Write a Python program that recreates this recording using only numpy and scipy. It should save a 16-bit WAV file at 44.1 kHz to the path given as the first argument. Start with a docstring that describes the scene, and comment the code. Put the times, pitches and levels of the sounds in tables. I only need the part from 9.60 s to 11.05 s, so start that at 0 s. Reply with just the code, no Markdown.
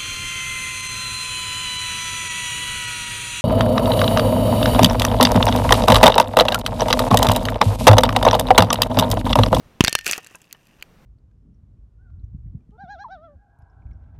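"""A pumpkin is blown up in an open field, a few metres from a small camera on the ground.
At first there is only light wind and a faint electronic whine. Then the shock wave overloads the
microphone, the rind cracks and an echo fades over the hills. Wet chunks slap the camera and make its
housing ring, pulp patters into the dry grass, and hollow pieces of rind plop on the soil. The camera
turns its gain down after the blast, so the background ducks, then slowly recovers as the last bits drop."""
import sys
import numpy as np
from scipy import signal
from scipy.fft import rfft, irfft, next_fast_len
from scipy.io import wavfile

SR = 44100
rng = np.random.default_rng(int(sys.argv[2]) if len(sys.argv) > 2 else 0)


def wav_record(signal):
    """Record a signal, one row per channel, as 16-bit PCM in the file named by sys.argv[1]."""
    frames = np.transpose(np.atleast_2d(signal))
    bounded = np.clip(frames, -1, 1)
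    # unit amplitude maps onto the largest positive 16-bit level
    quanta = np.round(bounded * 32767).astype(np.int16)
    wavfile.write(sys.argv[1], SR, quanta)


N = 63945

# chunks hitting the camera and the ground beside it, with relative levels:
# t/s, thud level/dB, knock level/dB, knock f/Hz, splat level/dB, splat f/Hz
CHUNK_HITS = [(0.2397, -44, -23.5, 1880, -18, 6610), (0.2473, -41, -13.5, 4820, -18, 5680),
              (0.2624, -31, -31, 2030, -39, 6000), (0.273, -49, -20, 2270, -37, 6900),
              (0.2804, -15.5, -11, 3720, -23, 7740), (0.2945, -68, -38, 3140, -30, 6000),
              (0.3097, -55, -42, 3250, -53, 5000), (0.3278, -31.5, -21.5, 2670, -22.5, 6700),
              (0.3521, -24, -11.5, 1647, -15, 6100), (0.383, -66, -38, 4400, -46, 6400),
              (.3885, -69, -27.5, 2860, -34, 6300), (0.4108, -78, -38.5, 2490, -45, 7000),
              (.4453, -77, -40, 2690, -43.5, 13600), (0.4611, -48.5, -33, 3970, -30.5, 6500),
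              (.465, -32.5, -19, 2420, -23, 6500), (.469, -31, -25.5, 1506, -52, 6000),
              (0.4778, -37, -26, 2450, -24, 7600), (0.4834, -39, -31.5, 2700, -33, 5840),
              (0.4886, -53, -33, 2610, -36, 6670), (0.4964, -32.5, -25.5, 2480, -35, 5900),
              (0.5009, -49, -29, 2720, -35, 5000), (0.512, -41, -26, 1860, -17.5, 6370),
              (0.523, -53, -30, 2730, -24.5, 6170), (0.5318, -40.5, -18.5, 2550, -30, 6450),
              (.535, -44.5, -24, 2530, -41, 5920), (.5425, -55, -36.5, 2630, -40, 9040),
              (0.5619, -43, -37, 2600, -42, 6750), (0.579, -33, -35, 1130, -30.5, 5940),
              (.646, -68, -52, 3850, -45, 7400), (0.6644, -56, -44, 1680, -52, 6500),
              (.6702, -74, -45, 2750, -42, 7400), (0.711, -47, -62, 2640, -56, 6100),
              (0.7465, -48, -59, 2650, -59, 6000), (0.7551, -53, -67, 1010, -41, 6500),
              (0.8173, -54, -59.5, 3370, -49.5, 7560), (0.8426, -74, -56, 2600, -76, 6100),
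              (0.9108, -66, -49, 2510, -74, 5950), (0.9274, -60.5, -39, 4370, -34, 14100),
              (1.0696, -68.5, -57.5, 2535, -59.5, 7000), (1.2114, -68, -52, 3060, -72.5, 5000),
              (1.2251, -53.5, -31, 2410, -40.5, 14300)]


def undb(db):
    """Turn decibels into a factor to multiply by."""
    return 10 ** (np.asarray(db) / 20)


def unit(x):
    """Scale a sound to an average (rms) strength of 1."""
    return x / np.sqrt(np.mean(x ** 2))


def curve(points):
    """Loudness over time, drawn through rows of t/s, level/dB."""
    return undb(np.interp(np.arange(N) / SR, *np.array(points).T))


def colour(x, points):
    """Shape the tone of a sound with rows of f/Hz, level/dB."""
    size = next_fast_len(len(x) + 4096)
    hz, db = np.array(points).T
    f = np.maximum(np.arange(size + 1) * SR / (2 * size), 1)
    gain = undb(np.interp(np.log(f), np.log(hz), db))
    cepstrum = irfft(np.log(gain))
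    cepstrum[1:size] *= 2  # fold the filter so that nothing sounds before its hit
    cepstrum[size + 1:] = 0
    return irfft(rfft(x, 2 * size) * np.exp(rfft(cepstrum)))[:len(x)]


def cut(x, hz, kind, order):
    """Keep the "low" or the "high" side of a frequency."""
    return signal.sosfilt(signal.butter(order, hz, kind, fs=SR, output="sos"), x)


def add(out, start_s, x):
    """Mix x into out from a given time."""
    i = int(start_s * SR)
    out[i:i + len(x)] += x[:len(out) - i]


def burst(decay_s, size):
    """Noise that starts at once and dies away."""
    return rng.choice([-1., 1.], size) * np.exp(-np.arange(size) / SR / decay_s)


def ring(hz, decay_s, size=2048):
    """One tone of a struck object, dying away."""
    age = np.arange(size) / SR
    return np.sin(2 * np.pi * hz * age) * np.exp(-age / decay_s)


def wet_hit(tone, decay_s, size=2048):
    """A short wet hit, with a faint tail as the pulp spreads."""
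    return colour(burst(decay_s, size) + undb(-25.5) * burst(0.0044, size), tone)


def at_level(x, db, contact_s=0.004):
    """Set how loud a hit is during its first moment of contact."""
    return x * undb(db) / np.sqrt(np.mean(x[:int(contact_s * SR)] ** 2))


def grains(tone, per_second=450, spread_db=3):
    """Tiny hits of very unequal size at random times."""
    hits = rng.random(N) < per_second / SR
    strength = undb(spread_db * np.minimum(rng.exponential(size=N), 4))
    shape = rng.integers(6, size=N)  # each hit is one of six different clicks
    clicks = sum(signal.fftconvolve(hits * strength * (shape == k), burst(0.0013, size=512))[:N]
                 for k in np.unique(shape))
    return unit(colour(clicks, tone))


def whine():
    """The camera's electronics give off thin, steady tones."""
    tones = [(5845, -82), (8780, -86.5), (11710, -82.5), (14630, -83.5)]  # faint high tones: f/Hz, level/dB
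    t = np.arange(N) / SR
    return sum(undb(db) * unit(np.sin(2 * np.pi * hz * t)) for hz, db in tones)


def wind():
    """Light wind blows over the field, and air rumbles at the microphone's opening."""
    # tone of the breeze and of the rumble: f/Hz, level/dB
    breeze_tone = [(20, -10), (45, -5.5), (80, -6.5), (150, 1), (300, -7), (600, -11.5), (1200, -15.5),
                   (3000, -23), (8000, -34.5), (16000, -39)]
    rumble_tone = [(10, -10), (30, -1.5), (55, -3), (100, -11), (300, -40), (1000, -70.5)]
    # drawn levels that duck as the camera turns its gain down, then slowly recover: t/s, level/dB
    breeze_levels = [(0, -53), (.2, -54.5), (.42, -71), (.6, -60.5), (.8, -61), (1.05, -61.5), (1.25, -56),
                     (1.45, -54)]
    rumble_levels = [(0, -55.5), (.2, -65), (.3, -66), (.42, -56), (.51, -60), (.59, -80), (1.05, -69),
                     (1.2, -60.5), (1.45, -55.5)]
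    breeze = curve(breeze_levels) * unit(colour(rng.standard_normal(N), breeze_tone))
    rumble = curve(rumble_levels) * unit(colour(rng.standard_normal(N), rumble_tone))
    return breeze + rumble


def spray():
    """Pulp and seeds patter dully on the soil and tick brightly on dry grass."""
    # how the spray swells and thins out: t/s, relative level/dB
    spray_levels = [(.21, -69), (.27, -51), (.33, -45), (.43, -55.5), (.458, -36), (.47, -23), (.53, -32.5),
                    (.565, -36), (.61, -47), (.69, -51.5), (.8, -56.5), (1.0, -61), (1.2, -60),
                    (1.3, -72.5), (1.45, -78)]
    # tone of hits on soil and on grass: f/Hz, level/dB
    patter_tone = [(200, -16), (600, -8.5), (1300, -1.5), (1800, 2), (2100, -6.5), (2650, 7.5),
                   (3500, -8.5), (6000, -9.5), (12000, -31.5)]
    tick_tone = [(2500, -18), (4500, -6), (7000, -3), (11000, -8), (15000, -9.5), (16500, -25.5)]
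    return curve(spray_levels) * (undb(-5) * grains(patter_tone) + undb(-12.5) * grains(tick_tone))


def rinds():
    """Curved pieces of rind land with a short hollow plop and a dull scuff of soil."""
    # pieces landing: t/s, plop level/dB, lowest f/Hz
    landings = [(.582, -34, 476), (0.714, -53, 730), (.749, -38.5, 1000), (0.9479, -49.5, 1128)]
    # tones of a hollow piece: multiple of its lowest frequency, relative level/dB, decay time/s
    plop_tones = [(1, -7.5, 0.01), (1.6, -0.5, 0.0072), (2.62, 7, 0.0034)]
    # tone of scuffed soil: f/Hz, level/dB
    soil_tone = [(60, -14), (140, -1), (300, -7), (500, -4), (900, 0.5), (1600, -1), (3000, -17.5),
                 (8000, -49)]
    out = np.zeros(N)
    for start, db, hz in landings:
        plop = sum(undb(tone_db) * ring(hz * ratio, decay) for ratio, tone_db, decay in plop_tones)
        scuff = wet_hit(soil_tone, decay_s=0.0071)
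        add(out, start, at_level(plop, db) + at_level(scuff, db - 4.5))
    return out


def housing():
    """Hard knocks set the camera's housing ringing, until pulp coats it and damps it."""
    # tones of the clean housing and mount at the hardest knock: f/Hz, level/dB, time to fade 60 dB/s
    tones = [(1811, -40.5, 0.49), (2300, -46, 0.12), (2690, -24, 0.032), (3030, -49.5, 0.31),
             (4285, -33, 0.074), (4650, -44.5, .08), (5276, -40.5, .07), (5740, -33.5, .06),
             (6650, -53.5, .16), (8280, -46, .045)]
    ring_per_knock = 0.81  # dB of ringing per dB of knock: light bits hardly shake it
    coated_s, coated_decay_s = 0.477, 0.12
    blows, out, t = np.zeros(N), np.zeros(N), np.arange(N) / SR
    hardest_db = max(knock_db for _, _, knock_db, *_ in CHUNK_HITS)
    for start, _, knock_db, *_ in CHUNK_HITS:
        add(blows, start, undb([ring_per_knock * (knock_db - hardest_db)]) ** 2)
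    for hz, db, fade_s in tones:
        kept_per_sample = np.exp(-2 * np.log(1000) / (fade_s * SR))
        energy = signal.lfilter([1], [1, -kept_per_sample], blows)
        out += undb(db) * np.sqrt(2 * energy) * np.sin(2 * np.pi * (hz * t + rng.random()))
    return out * np.exp(-np.maximum(t - coated_s, 0) / coated_decay_s)


def air_push():
    """A heavy slap pushes air into the microphone's opening, and it slowly leaks back out."""
    slaps = [(0.2396, -7, 0.00063)]  # pulse of air: t/s, level/dB, rise time/s
    out, age = np.zeros(N), np.arange(N) / SR
    for start, db, rise_s in slaps:
        add(out, start, -undb(db) * age / rise_s * np.exp(1 - age / rise_s))
    return cut(out, 24, "high", order=2)


def chunks():
    """Each wet chunk lands with a low thud, plus a knock and a bright splat that each have a pitch."""
    # tone of the three parts of a hit: f/Hz, level/dB
    thud_tone = [(30, -15), (120, -3.5), (350, 1.5), (700, -0.5), (950, -13.5), (3000, -48.5)]
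    knock_tone = [(300, -35.5), (800, -23.5), (1250, -10.5), (1620, 0.5), (2050, -3), (2700, 1), (3400, -1),
                  (3900, -7.5), (4600, 2), (5400, -8), (6500, -16.5), (12000, -33)]
    splat_tone = [(2500, -32), (4500, -18), (6200, 1.5), (8000, -2), (8700, -5.5), (10800, -4.5),
                  (12200, -5.5), (15000, -21), (16500, -35)]
    out = np.zeros(N)
    for start, thud_db, knock_db, knock_hz, splat_db, splat_hz in CHUNK_HITS:
        knock = at_level(wet_hit(knock_tone, decay_s=0.0018), db=0)
        knock += at_level(ring(knock_hz, decay_s=0.0022), db=-1)
        splat = at_level(wet_hit(splat_tone, decay_s=0.0012), db=0)
        splat += at_level(ring(splat_hz, decay_s=0.001), db=-2)
        thud = at_level(wet_hit(thud_tone, decay_s=0.00085), thud_db - 3)
        add(out, start, thud + at_level(knock, knock_db + 0.5) + at_level(splat, splat_db))
    return out


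def blast():
    """The shock wave pushes, then pulls the air; the bursting rind cracks and the field echoes."""
    # tone of the crack and of the echo: f/Hz, level/dB
    crack_tone = [(300, -12.5), (600, -12), (800, -6), (950, 0), (1250, -1.5), (1800, -11), (2250, -6),
                  (2680, 4), (3350, 0), (4200, -21.5), (5200, -17), (6200, -11), (10000, -25), (16000, -39)]
    echo_tone = [(40, -3.5), (150, 0), (400, -15.5), (1000, -11), (2700, -3.5), (6000, -17), (16000, -32.5)]
    start_s, push_s, crack_decay_s, echo_decay_s = 0.2067, 0.00128, 0.0026, 0.098
    out, age = np.zeros(N), np.arange(N) / SR
    shock = -(1 - age / push_s) * (age < 2 * push_s)  # a jump, a straight slope and a jump back
    shock = cut(shock, 72, "high", order=2)  # the microphone's opening loses the deep bass
    shock = cut(shock, 313, "low", order=1)  # round off the sharp edges
    crack = unit(colour(rng.standard_normal(N), crack_tone)) * np.exp(-age / crack_decay_s)
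    echo = unit(colour(rng.standard_normal(N), echo_tone)) * np.exp(-age / echo_decay_s)
    add(out, start_s, undb(10.5) * shock + undb(-0.5) * crack + undb(-38.5) * echo)
    return out


def scene():
    """The blast, the falling pieces and the background meet at one microphone."""
    return (blast() + chunks() + rinds() + air_push() + housing() + spray() + wind() + whine())[None]


def record(dry):
    """The overloaded camera flattens the loudest peaks, then cuts the highest treble."""
    peak_limit, top_hz = 0.96, 16100
    flattened = np.clip(dry, -peak_limit, peak_limit)
    return signal.sosfilt(signal.ellip(10, .1, 90, top_hz, fs=SR, output="sos"), flattened)


dry = scene()
out = record(dry)
wav_record(out)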